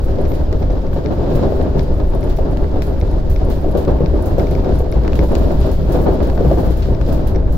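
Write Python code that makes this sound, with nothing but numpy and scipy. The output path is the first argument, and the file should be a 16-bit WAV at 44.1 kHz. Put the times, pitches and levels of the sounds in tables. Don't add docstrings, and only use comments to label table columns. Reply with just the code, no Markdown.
import sys
import numpy as np
from scipy import signal
from scipy.fft import rfft, irfft
from scipy.io import wavfile
from scipy.ndimage import uniform_filter1d, minimum_filter1d

SR = 44100
rng = np.random.default_rng(int(sys.argv[2]) if len(sys.argv) > 2 else 0)


def unload_wav(signal):
    wavfile.write(
        sys.argv[1],
        SR,
        np.round(np.clip(np.atleast_2d(signal).T, -1, 1) * 32767).astype(np.int16),
    )


N = 333837
TIME = np.arange(N) / SR
HZ = np.fft.rfftfreq(N, 1 / SR)

# frequency in Hz, correlation from 0 to 1.
LIKENESS = [(20, .997), (60, .975), (120, .88), (180, .65), (240, .48), (310, .68), (390, .7), (450, .42),
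            (510, .68), (640, .64), (740, .22), (930, .25), (1200, 0), (16000, 0)]
# time in seconds, deep shaking in dB, boom of the cabin air in dB.
BODY_SWELLS = [(0, -17.5, -23), (.75, -16, -22), (1.05, -23.5, -26), (1.45, -17, -27), (1.7, -20.5, -20.5),
               (2.03, -15, -20), (2.2, -15, -29), (3.0, -19.5, -18), (3.3, -14, -19.5),
               (3.75, -19.5, -21.5), (4.05, -19.5, -15.5), (4.55, -19, -22.5), (5.0, -19, -16.5),
               (5.7, -16, -19), (6.55, -19, -18), (7.57, -16, -19)]
# frequency in Hz, level in dB.
SHAKE_COLOUR = [(5, -10), (14, 8.5), (26, -3.5), (42, 4), (55, -51), (90, -3), (200, -99)]
# frequency in Hz, level in dB.
DRONE_COLOUR = [(30, -14), (52, -11), (72, 4), (88, -4), (115, -8), (145, -8.5), (200, -17), (500, -82)]
# start in seconds, level in dB.
THUDS = [(1.335, -3), (1.748, -3.5), (3.999, -3.5), (5.87, -6), (6.441, -0.5)]
# frequency in Hz, level in dB, 60 dB decay time in seconds.
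THUD_MODES = [(61.3, -14, 0.68), (105, -18, 0.068), (136.7, 4.5, 0.18), (180, -23, 0.064)]
# start in seconds, peak in dB.
THUMPS = [(.528, -13), (1.058, -5.5), (3.114, -14), (3.659, -7.5), (4.03, -10), (5.078, -10), (5.188, -4),
          (6.698, -7.5), (7.095, -13), (7.36, -12)]
# frequency in Hz, level in dB, 60 dB decay time in seconds.
THUMP_MODES = [(167.6, -5, 0.18), (250, -6, 0.08), (313, -2, 0.1), (426, -7, 0.12), (516, -3, 0.039)]
# start in seconds, level in dB, left-right difference in dB.
CLICKS = [(.2525, -41, 15), (.2585, -47, 6), (.318, -42, 9), (.627, -40, 17), (.704, -43, 15),
          (.8665, -47, 10), (1.0598, -33.5, 23), (1.7933, -32, 19), (2.2294, -40, 18), (2.372, -43, 12),
          (2.8198, -33.5, 20), (3.0125, -36.5, 17), (3.361, -35, 20), (3.987, -47, 10), (4.06, -35.5, 20),
          (4.396, -34.5, 17), (4.4693, -38.5, 15), (4.551, -34, 21), (4.6462, -42, 12), (4.924, -34.5, 15),
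          (5.121, -41, 15), (5.1907, -31.5, 20), (6.378, -43, 10), (6.948, -41.5, 11), (7.3484, -44, 11),
          (7.3592, -37.5, 21)]
# frequency in Hz, level in dB, 60 dB decay time in seconds.
CLICK_MODES = [(1270, -2, .012), (1560, -3, .014), (1760, -2, .013), (2150, 2.5, .016), (2420, 3, .011),
               (3400, -5, .008), (3750, -1, .011), (4270, -2, .009), (4750, -3, .008), (5300, -1, .009),
               (5650, -1.5, .009), (5950, -5, .008)]
# start in seconds, peak in dB, left-right difference
# in dB, brightness in dB per octave.
CRACKS = [(.527, -20, 6, -2), (.931, -22, 0, -7.5), (1.6134, -22, -1, -5), (2.0012, -29, 3, -3),
          (2.5712, -26, -1, -1), (2.6425, -19, 9, -14), (2.82, -23, 1, -1), (3.8496, -32, 6, -1),
          (4.0105, -33, -1, -9), (5.035, -29, 0, -2), (5.05, -21, -1, -9), (5.0778, -16.5, 2, -4.5),
          (5.094, -21, -3, -8), (5.1315, -24, 3, -3), (5.1544, -28, -7, 0), (5.191, -14.5, 1, -6),
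          (5.352, -18, 5, 0.5), (5.506, -18, 0, -12), (5.6136, -27, -2, 0.5), (5.956, -25, -3, -4),
          (6.2035, -23, -6, -8), (6.299, -23, 2, -5), (6.376, -15.5, 7, -15), (7.012, -18.5, 14, -6)]
# frequency in Hz, level in dB.
CRACK_COLOUR = [(400, 9), (1200, 9), (1800, -1), (2300, 3), (3100, 1.5), (4800, 2), (6000, -7), (7400, -6),
                (8600, -17), (15000, -15)]
# start in seconds, peak in dB.
TICKS = [(.2138, -38), (.35, -36), (.72, -45), (1.625, -40), (1.7657, -42), (1.8305, -38), (1.941, -44),
         (2.102, -40), (2.149, -36), (2.2076, -38), (2.2383, -35), (2.5112, -44), (2.5253, -42),
         (2.6168, -42), (2.8667, -37), (3.0011, -37), (3.1118, -42), (3.4486, -38), (3.713, -37),
         (4.1577, -44), (4.2235, -32), (4.5101, -33), (4.7391, -37), (4.757, -37), (4.916, -32),
         (5.0784, -44), (5.3203, -33), (5.46, -39), (5.6042, -34), (5.6623, -36), (5.9209, -37),
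         (6.1409, -39), (6.2714, -37), (6.5315, -40), (7.1252, -37), (7.273, -31)]
# frequency in Hz, level in dB.
TICK_COLOUR = [(3000, -28), (6000, -2), (9000, -8), (10200, 4.5), (11200, 11.5), (12200, -16), (14000, 8),
               (16000, -23)]
# start in seconds, level in dB, length in seconds.
SQUEAKS = [(0.272, -46, 0.069), (0.582, -56, 0.044)]
# time in seconds, hiss in dB, fine sizzle in dB.
SLIDING = [(0.0, -50, -60), (0.93, -51, -64), (1.43, -47.5, -57.5), (1.71, -51.5, -62.5),
           (2.97, -51.5, -62.5), (3.1, -48, -60), (3.19, -50, -66), (3.73, -52.5, -58.5),
           (4.03, -52.5, -62.5), (4.45, -47.5, -58), (4.61, -50.5, -59), (4.75, -47, -60), (4.88, -51, -62),
           (5.08, -49.5, -60), (5.4, -45.5, -52.5), (5.84, -48.5, -58.5), (5.97, -48, -52.5),
           (6.27, -49, -59), (6.33, -52, -58), (6.42, -48.5, -55), (6.68, -46.5, -51.5), (6.75, -48, -57),
           (6.99, -52, -61), (7.07, -45, -58), (7.4, -56.5, -72), (7.57, -52, -65)]
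# start in seconds, bright sizzle
# in dB, lower hiss in dB, 60 dB decay time in seconds.
SPITS = [(.043, -44, -62, 0.16), (.279, -46, -60, .37), (.335, -47, -41, 0.38), (.931, -46, -49, 0.32),
         (1.352, -37.5, -41, 0.18), (1.78, -47, -41, 0.48), (2.294, -45, -40, 0.3), (2.365, -42, -57, 0.18),
         (2.821, -41, -42, 0.37), (3.298, -39, -45, 0.33), (3.498, -40, -40, 0.51), (3.772, -38, -39, 0.31),
         (4.257, -36, -49, 0.22), (4.383, -40, -45, 0.27), (4.509, -45, -38.5, .2), (4.787, -39, -49, 0.16),
         (5.153, -40, -38, 0.23), (5.234, -43, -62, .35), (5.38, -43.5, -47, 0.3), (5.516, -45, -52, 0.24),
         (5.62, -53, -38, 0.41), (5.714, -40, -45, 0.27), (5.921, -37, -38.5, 0.27), (6.015, -42, -55, .27),
         (6.226, -43, -39, 0.29), (6.48, -45, -50, 0.27), (6.58, -45, -55, 0.4), (6.706, -42, -42, 0.29),
         (6.77, -41, -52, 0.21), (6.82, -59, -36.5, 0.32), (7.078, -45, -48, 0.56), (7.124, -37, -52, 0.24),
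         (7.27, -39, -40, 0.26), (7.523, -41, -52, .35)]
# frequency in Hz, level in dB.
HISS_COLOUR = [(600, 0), (1400, 6.5), (2100, 1.5), (2900, 2), (3900, 3), (5000, 1), (6000, -6.5),
               (7300, -8.5), (8600, -21), (11000, -29), (16000, -40)]
# frequency in Hz, level in dB.
SIZZLE_COLOUR = [(1500, -44), (4000, -5), (7000, -4), (8700, -9), (10200, -3), (12000, -2), (13500, 1.5),
                 (14800, 1), (16000, -0.5)]
# frequency in Hz, left-right difference in dB.
SIZZLE_PAN = [(4000, 13), (8500, -3), (10500, 0.5), (12000, 4.5), (13500, 11), (15000, 14), (16000, 20)]
# time in seconds, level in dB.
ROLL = [(0, -26), (.3, -23.5), (.5, -25.5), (.95, -25), (1.4, -18.5), (1.7, -23.5), (1.95, -24.5),
        (2.6, -25), (3.0, -24), (3.37, -27), (3.85, -21.5), (4.22, -24), (4.62, -22), (5.1, -24),
        (5.42, -21), (5.78, -24.5), (6.03, -19.5), (6.6, -24), (6.78, -27), (7.2, -24.5), (7.57, -28)]
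# centre in seconds, level change in dB.
LULLS = [(1.155, -2), (1.41, -1), (1.505, 0.5), (2.366, -3.5), (2.63, -1.5), (3.255, -1), (3.395, -2),
         (3.62, -3), (3.985, -2), (4.235, 3), (4.63, -5.5), (4.89, -6), (5.125, -1), (5.168, 0.5),
         (5.27, -3), (5.77, -7.5), (5.925, -3), (6.306, 2), (6.485, -4.5)]
# time in seconds, surge of the roar in dB,
# hard knock in dB, pitch in Hz, swell time in seconds.
BUMPS = [(.066, -31, -28, 486, 0.0053), (.132, -37, -32, 420, 0.0098), (.186, -24, -13.5, 517, 0.034),
         (.529, -26.5, -36, 450, 0.017), (.70, -25.5, -19, 524, 0.012), (.962, -23, -18, 534, 0.024),
         (1.058, -26, -22, 395, 0.0041), (1.112, -20, -33, 520, 0.016), (1.21, -28, -19, 370, 0.013),
         (1.32, -19.5, -25, 430, 0.0082), (1.432, -27, -11.5, 587, 0.019), (1.522, -23, -11.5, 540, 0.043),
         (1.598, -20.5, -12.5, 500, 0.02), (1.663, -21, -24, 408, 0.016), (1.748, -20.5, -16, 430, 0.029),
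         (2.0, -22, -23, 527, 0.015), (2.138, -20.5, -23, 544, 0.016), (2.268, -27, -24, 397, 0.029),
         (2.387, -23.5, -14, 644, 0.025), (2.456, -20, -31, 483, 0.015), (2.524, -22, -25, 460, .016),
         (2.76, -25, -16, 485, 0.028), (3.024, -24, -26, 520, 0.014), (3.417, -28, -16.5, 610, 0.027),
         (3.486, -23.5, -17, 520, 0.029), (3.645, -27, -12.5, 555, 0.018), (3.752, -16.5, -9.5, 580, 0.023),
         (3.879, -14.5, -6.5, 537, 0.017), (4.005, -23.5, -13, 470, 0.024), (4.136, -18.5, -17, 420, 0.023),
         (4.26, -36, -19, 520, 0.023), (4.382, -18, -8.5, 530, 0.031), (4.515, -22.5, -16, 453, 0.021),
         (4.662, -19, -23, 540, 0.02), (4.692, -19.5, -12, 485, 0.025), (4.804, -26, -14, 516, 0.012),
         (5.048, -31, -28, 464, 0.035), (5.188, -26, -24, 386, 0.016), (5.293, -24, -25, 540, 0.011),
         (5.315, -16.5, -13, 450, 0.016), (5.404, -18.5, -21, 500, .014), (5.448, -19.5, -30, 433, 0.021),
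         (5.508, -18.5, -14.5, 524, 0.019), (5.647, -19, -14, 525, 0.026), (5.95, -16.5, -11, 530, 0.018),
         (6.067, -6.5, -10, 570, 0.011), (6.088, -14, -11, 490, 0.0057), (6.208, -17.5, -23, 514, 0.014),
         (6.332, -32, -19, 605, 0.024), (6.408, -22, -11.5, 514, 0.027), (6.449, -16.5, -10.5, 523, 0.03),
         (6.513, -17, -9, 566, 0.015), (6.575, -16, -12, 500, 0.018), (6.632, -21, -19, 586, 0.036),
         (6.885, -23.5, -17.5, 432, 0.029), (7.078, -20.5, -16, 494, 0.047), (7.355, -20, -24, 450, 0.0092)]
# frequency in Hz, level in dB.
TYRE_COLOUR = [(60, -1), (120, -5.5), (170, -2), (240, 1), (340, 2.5), (450, -4.5), (600, -7), (720, -14),
               (900, -16.5), (1250, -26), (1650, -29.5), (2100, -41), (4000, -43.5), (9000, -74)]
# frequency in Hz, width in Hz, left in dB, right in dB.
CABIN = [(168, 18, 6, 4), (215, 50, 1, -2), (268, 14, 1.5, 3), (388, 16, 9, 5.5), (416, 12, 5, 0),
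         (464, 27, -2, -3), (498, 24, 8, 1), (545, 10, 2, 8), (578, 20, 3, 4), (634, 26, 6, 7),
         (712, 24, 4, 1), (740, 18, 3, 7), (890, 30, 5, 4), (1130, 20, 4, 1), (1234, 16, 4, 1)]
# frequency in Hz, level in dB, 60 dB decay time in seconds.
KNOCK_MODES = [(377.4, -6, 0.27), (491.3, -2, 0.15), (570, -17, 0.032), (658.7, -9.5, 0.33),
               (730.4, -8, 0.17), (870, -16, 0.045), (1164, -17.5, 0.059)]


def gain_of(db):
    return 10 ** (np.asarray(db) / 20)


def evened(x):
    return x / np.sqrt(np.mean(x ** 2) + 1e-20)


def read(points, hz):
    f, value = np.transpose(points)
    return np.interp(np.log(hz + 1), np.log(f + 1), value)


def level(curve, column=1):
    rows = np.transpose(curve)
    return gain_of(np.interp(TIME, rows[0], rows[column]))


def sides(pan_db):
    pan = np.atleast_1d(pan_db)
    pair = gain_of(np.array([pan, -pan]) / 2)
    return pair / np.sqrt(np.mean(pair ** 2, axis=0))


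def add(mix, s, sound):
    part = mix[:, max(round(s * SR), 0):][:, :sound.shape[1]]
    part += sound[:, :part.shape[1]]


def wander(rate_hz):
    return evened(irfft(rfft(rng.standard_normal(N)) * np.exp(-(HZ / rate_hz) ** 2), N))


def noise(colour_db, pan_db):
    a, b = rfft(rng.standard_normal((2, N)))
    same = np.clip(read(LIKENESS, HZ), -1, 1)
    pair = np.array([a, same * a + np.sqrt(1 - same ** 2) * b])
    return evened(irfft(pair * gain_of(colour_db) * sides(pan_db), N))


def steadied(x, span_s):
    power = np.mean(abs(signal.hilbert(x)) ** 2, axis=0)
    power = uniform_filter1d(power, max(int(span_s * SR), 1))
    return evened(x / np.sqrt(abs(power) + 1e-9))


def ringing(modes, phases, t):
    return sum(gain_of(db - 60 * t / t60) * np.sin(2 * np.pi * (hz * t + phase))
               for (hz, db, t60), phase in zip(modes, phases))


def snap(colour, decay_s, tail_db, tail_s, tilt_db=0):
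    t = np.arange(SR // 10) / SR
    envelope = np.exp(-t / decay_s) + gain_of(tail_db) * np.exp(-t / tail_s)
    burst = rng.standard_normal((2, len(t))) * envelope
    hz = np.linspace(0, SR / 2, 65)
    colour_db = read(colour, hz) + tilt_db * np.log2(np.maximum(hz, 1200))
    taps = signal.firwin2(len(hz), hz, gain_of(colour_db), fs=SR)
    sound = signal.fftconvolve(burst, taps[None], axes=1)
    loudest = uniform_filter1d(sound ** 2, size=SR // 500, axis=1).max(axis=1, keepdims=True)
    return sound / np.sqrt(loudest) / gain_of(11)


def throb(rate_hz=4.7, depth_db=4, deepest_s=4.98, fade_s=1.75):
    t = TIME - deepest_s
    return gain_of(depth_db * np.exp(-(t / fade_s) ** 2) * np.cos(2 * np.pi * rate_hz * t))


def car_body(boom_hz=57.9, boom_width_hz=4.8, drone_db=-21, drone_growth_db_per_s=0.19):
    shake = steadied(noise(read(SHAKE_COLOUR, HZ), .4), 0.19) * level(BODY_SWELLS)
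    drone = steadied(noise(read(DRONE_COLOUR, HZ), 1.0), 0.1)
    drone = drone * gain_of(drone_db + drone_growth_db_per_s * TIME)
    mode_db = -20 * np.log10(1 + ((HZ - boom_hz) / boom_width_hz) ** 2)
    boom = steadied(noise(mode_db, 0.86), 0.13) * level(BODY_SWELLS, 2)
    return shake + (drone + boom) * throb()


def thuds(thud_db=-2, rise_s=0.034):
    out, t = np.zeros((2, N)), np.arange(SR // 3) / SR
    for s, db in THUDS:
        modes = ringing(THUD_MODES, rng.random(len(THUD_MODES)), t)
        add(out, s, gain_of(db + thud_db) * sides(1) * modes * (1 - np.exp(-t / rise_s)))
    return out


def thumps(thump_db=-4, pan_db=8, rise_s=0.0027):
    out, t = np.zeros((2, N)), np.arange(SR // 6) / SR
    for s, db in THUMPS:
        modes = ringing(THUMP_MODES, rng.random(len(THUMP_MODES)), t)
        blow = modes * (1 - np.exp(-t / rise_s))
        add(out, s, gain_of(db + thump_db) * sides(pan_db) * blow / abs(blow).max())
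    return out


def click(rise_s=.0005, detune=0.014, variety_db=3.5, scatter_db=-24, scatter_s=0.014):
    t = np.arange(SR // 16) / SR
    shifts = 1 + detune * rng.uniform(-1, 1, len(CLICK_MODES))
    favour_db = variety_db * rng.uniform(-1.1, 1, len(CLICK_MODES))
    struck = [(hz * shift, db + favour, t60)
              for (hz, db, t60), shift, favour in zip(CLICK_MODES, shifts, favour_db)]
    modes = ringing(struck, np.arange(len(struck)) % 2 / 2, t) * (1 - np.exp(-(t / rise_s) ** 2))
    shape = (2, len(t))
    sparse = rng.standard_normal(shape) * (rng.random(shape) < .08)
    walls = gain_of(scatter_db) * sparse * np.exp(-t / scatter_s)
    walls[:, 0] = 1
    sound = signal.fftconvolve(modes[None], walls, axes=1)
    return sound / np.sqrt(np.mean(sound[:, :SR // 300] ** 2))


def chatter(count=70, crack_db=-38, tick_db=-53, range_db=6):
    out = np.zeros((2, N))
    for crack_at, size, tick_at in rng.random((count, 3)):
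        size_db = range_db * size
        crack = snap(CRACK_COLOUR, 0.0023, -14, 0.0077, tilt_db=1.0)
        add(out, crack_at * N / SR, gain_of(crack_db + size_db) * crack)
        tick = snap(TICK_COLOUR, 0.0024, -15, .012)
        add(out, tick_at * N / SR, gain_of(tick_db + size_db) * tick)
    return out


def fittings(click_db=1.5, crack_db=7.0, tick_db=3, tick_pan_db=2):
    out = chatter()
    for s, db, pan in CLICKS:
        add(out, s, gain_of(db + click_db) * sides(pan) * click())
    for s, db, pan, tilt in CRACKS:
        crack = snap(CRACK_COLOUR, 0.0011, -17, 0.013, tilt)
        add(out, s, gain_of(db + crack_db) * sides(pan) * crack)
    for s, db in TICKS:
        tick = snap(TICK_COLOUR, 0.0013, -12, 0.017)
        add(out, s, gain_of(db + tick_db) * sides(tick_pan_db) * tick)
    return out


def squeaks(squeak_hz=13600, width_hz=260):
    swell = sum(gain_of(db) * np.sin(np.pi * np.clip((TIME - s) / length, 0, 1))
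                for s, db, length in SQUEAKS)
    return swell * noise(-20 * np.log10(1 + ((HZ - squeak_hz) / width_hz) ** 2), 6)


def spits(spit_db=-2, snap_s=0.0028):
    bright, lower = np.zeros((2, N))
    for s, bright_db, lower_db, t60 in SPITS:
        span = slice(int(s * SR), int((s + .5) * SR))
        age = np.maximum(TIME[span] - s, 0)
        tail = gain_of(-60 * age / t60)
        sharp = (tail + np.exp(-age / snap_s)) * (1 - np.exp(-age / 0.00078))
        bright[span] += (gain_of(bright_db + spit_db) * sharp) ** 2
        lower[span] += (gain_of(lower_db) * tail * (1 - np.exp(-age / 0.0015))) ** 2
    return bright, lower


def collectors(force, hiss_db=3, sizzle_db=4, jolt_share=0.23, flutter_db=0.8, sputter_db=2.0):
    bright, lower = spits()
    sliding = gain_of(hiss_db) * level(SLIDING) * evened(force) ** jolt_share
    sliding = sliding * gain_of(flutter_db * wander(22.0))
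    hiss = noise(read(HISS_COLOUR, HZ), 0.13) * np.sqrt(sliding ** 2 + lower)
    fine = gain_of(sizzle_db) * level(SLIDING, 2) * gain_of(sputter_db * wander(20))
    sizzle = noise(read(SIZZLE_COLOUR, HZ), read(SIZZLE_PAN, HZ)) * np.sqrt(fine ** 2 + bright)
    return hiss * gain_of(0.78 * wander(110)) + sizzle


def tyre_force(uneven_db=2.0, uneven_hz=16, surge_lead_s=0.0086, usual_hz=521, lull_half_s=0.015):
    power = (level(ROLL) * gain_of(uneven_db * wander(uneven_hz))) ** 2
    hardness = np.zeros(N)
    for s, db, _, hz, swell_s in BUMPS:
        near = slice(max(int((s - .1) * SR), 0), int((s + .4) * SR))
        u = np.maximum(TIME[near] - s + surge_lead_s, 0) / swell_s
        surge = (gain_of(db) * u * np.exp(1 - u)) ** 2
        power[near] += surge
        hardness[near] += surge * np.log2(hz / usual_hz)
    lull_db = sum(db * np.exp(-np.minimum(((TIME - s) / lull_half_s) ** 2, 20)) for s, db in LULLS)
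    return np.sqrt(power) * gain_of(lull_db), hardness / power


def roar(force, hardness, low_db=-4.0, middle_db=-3, upper_db=-5.0, tilt_db=7):
    cabin_db = sum(np.array([[left], [right]]) / (1 + (2 * (HZ - hz) / width) ** 2)
                   for hz, width, left, right in CABIN)
    spectrum = rfft(noise(read(TYRE_COLOUR, HZ) + cabin_db, 0.42))
    bass, below_upper = (1 / (1 + (HZ / hz) ** 12) for hz in (207.5, 447))
    low = steadied(irfft(spectrum * bass, N), 0.09)
    middle = steadied(irfft(spectrum * (below_upper - bass), N), 0.048)
    upper = steadied(irfft(spectrum * (1 - below_upper), N), 0.019)
    low = low * gain_of(low_db)
    middle = middle * gain_of(middle_db - tilt_db * hardness)
    upper = upper * gain_of(upper_db + tilt_db * hardness)
    return force * (low + middle + upper)


def tyres(force, hardness, flutter_db=0.27, flutter_hz=90, slap_db=-49, slap_hz=1250, slap_growth=0.3):
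    slap = noise(-14 * np.log2((HZ + 1) / slap_hz) ** 2, .5) * gain_of(3.0 * wander(100))
    fluttering = roar(force, hardness) * gain_of(flutter_db * wander(flutter_hz))
    return fluttering + gain_of(slap_db) * evened(slap * force ** slap_growth)


def judder(force, bump_db=-17.0, per_second=55, spread_db=4.0, decay_s=0.0015):
    out, t = np.zeros((2, N)), np.arange(SR // 30) / SR
    at = np.flatnonzero(rng.random(N) < per_second / SR)
    for i, (pitch, size, pan, lag) in zip(at, rng.random((len(at), 4))):
        hz = 380 * 3 ** pitch
        turns = hz * t + np.array([[0], [(lag - .5) * pitch]])
        bump = np.sin(2 * np.pi * turns) * np.exp(-t / decay_s) * (1 - np.exp(-t / 0.00019))
        size_db = bump_db + 18 * (1 - pitch) + spread_db * min(-np.log(1 - size), 2.5)
        add(out, i / SR, force[i] * gain_of(size_db) * sides(8 * (pan - .5)) * bump)
    return out


def knocks(knock_db=1, ring_db=-8, swell_s=0.0016, spread_db=2, edge_db=-16):
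    out, t = np.zeros((2, N)), np.arange(SR // 8) / SR
    u = t / swell_s
    apart = np.array([[0], [.12]])
    for s, _, db, hz, _ in BUMPS:
        blow_phase, *phases = rng.random(len(KNOCK_MODES) + 1)
        blow = u * np.exp(1 - u) * np.sin(2 * np.pi * (hz * t + blow_phase))
        modes = ringing(KNOCK_MODES, [p + apart * np.sign(p - .5) for p in phases], t)
        size = gain_of(db + knock_db) * sides(spread_db)
        add(out, s, size * (blow + gain_of(ring_db) * modes * (1 - np.exp(-u))))
        edge = snap(CRACK_COLOUR, 0.0011, -24, 0.013, tilt_db=-2)
        add(out, s, size * gain_of(edge_db) * edge)
    return out


def scene():
    force, hardness = tyre_force()
    background = car_body() + thuds() + thumps() + fittings()
    overhead = squeaks() + collectors(force)
    running = tyres(force, hardness) + judder(force) + knocks()
    return background + overhead + running


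def record(dry, ceiling=.86, edge_hz=15790):
    room = np.minimum(ceiling / (abs(dry).max(axis=0) + 1e-9), 1)
    held = dry * uniform_filter1d(minimum_filter1d(room, size=601), size=601)
    low_pass = signal.firwin(801, edge_hz, window=("kaiser", 9), fs=SR)
    return signal.oaconvolve(held, low_pass[None], "same", axes=1)


dry = scene()
out = record(dry)
unload_wav(out)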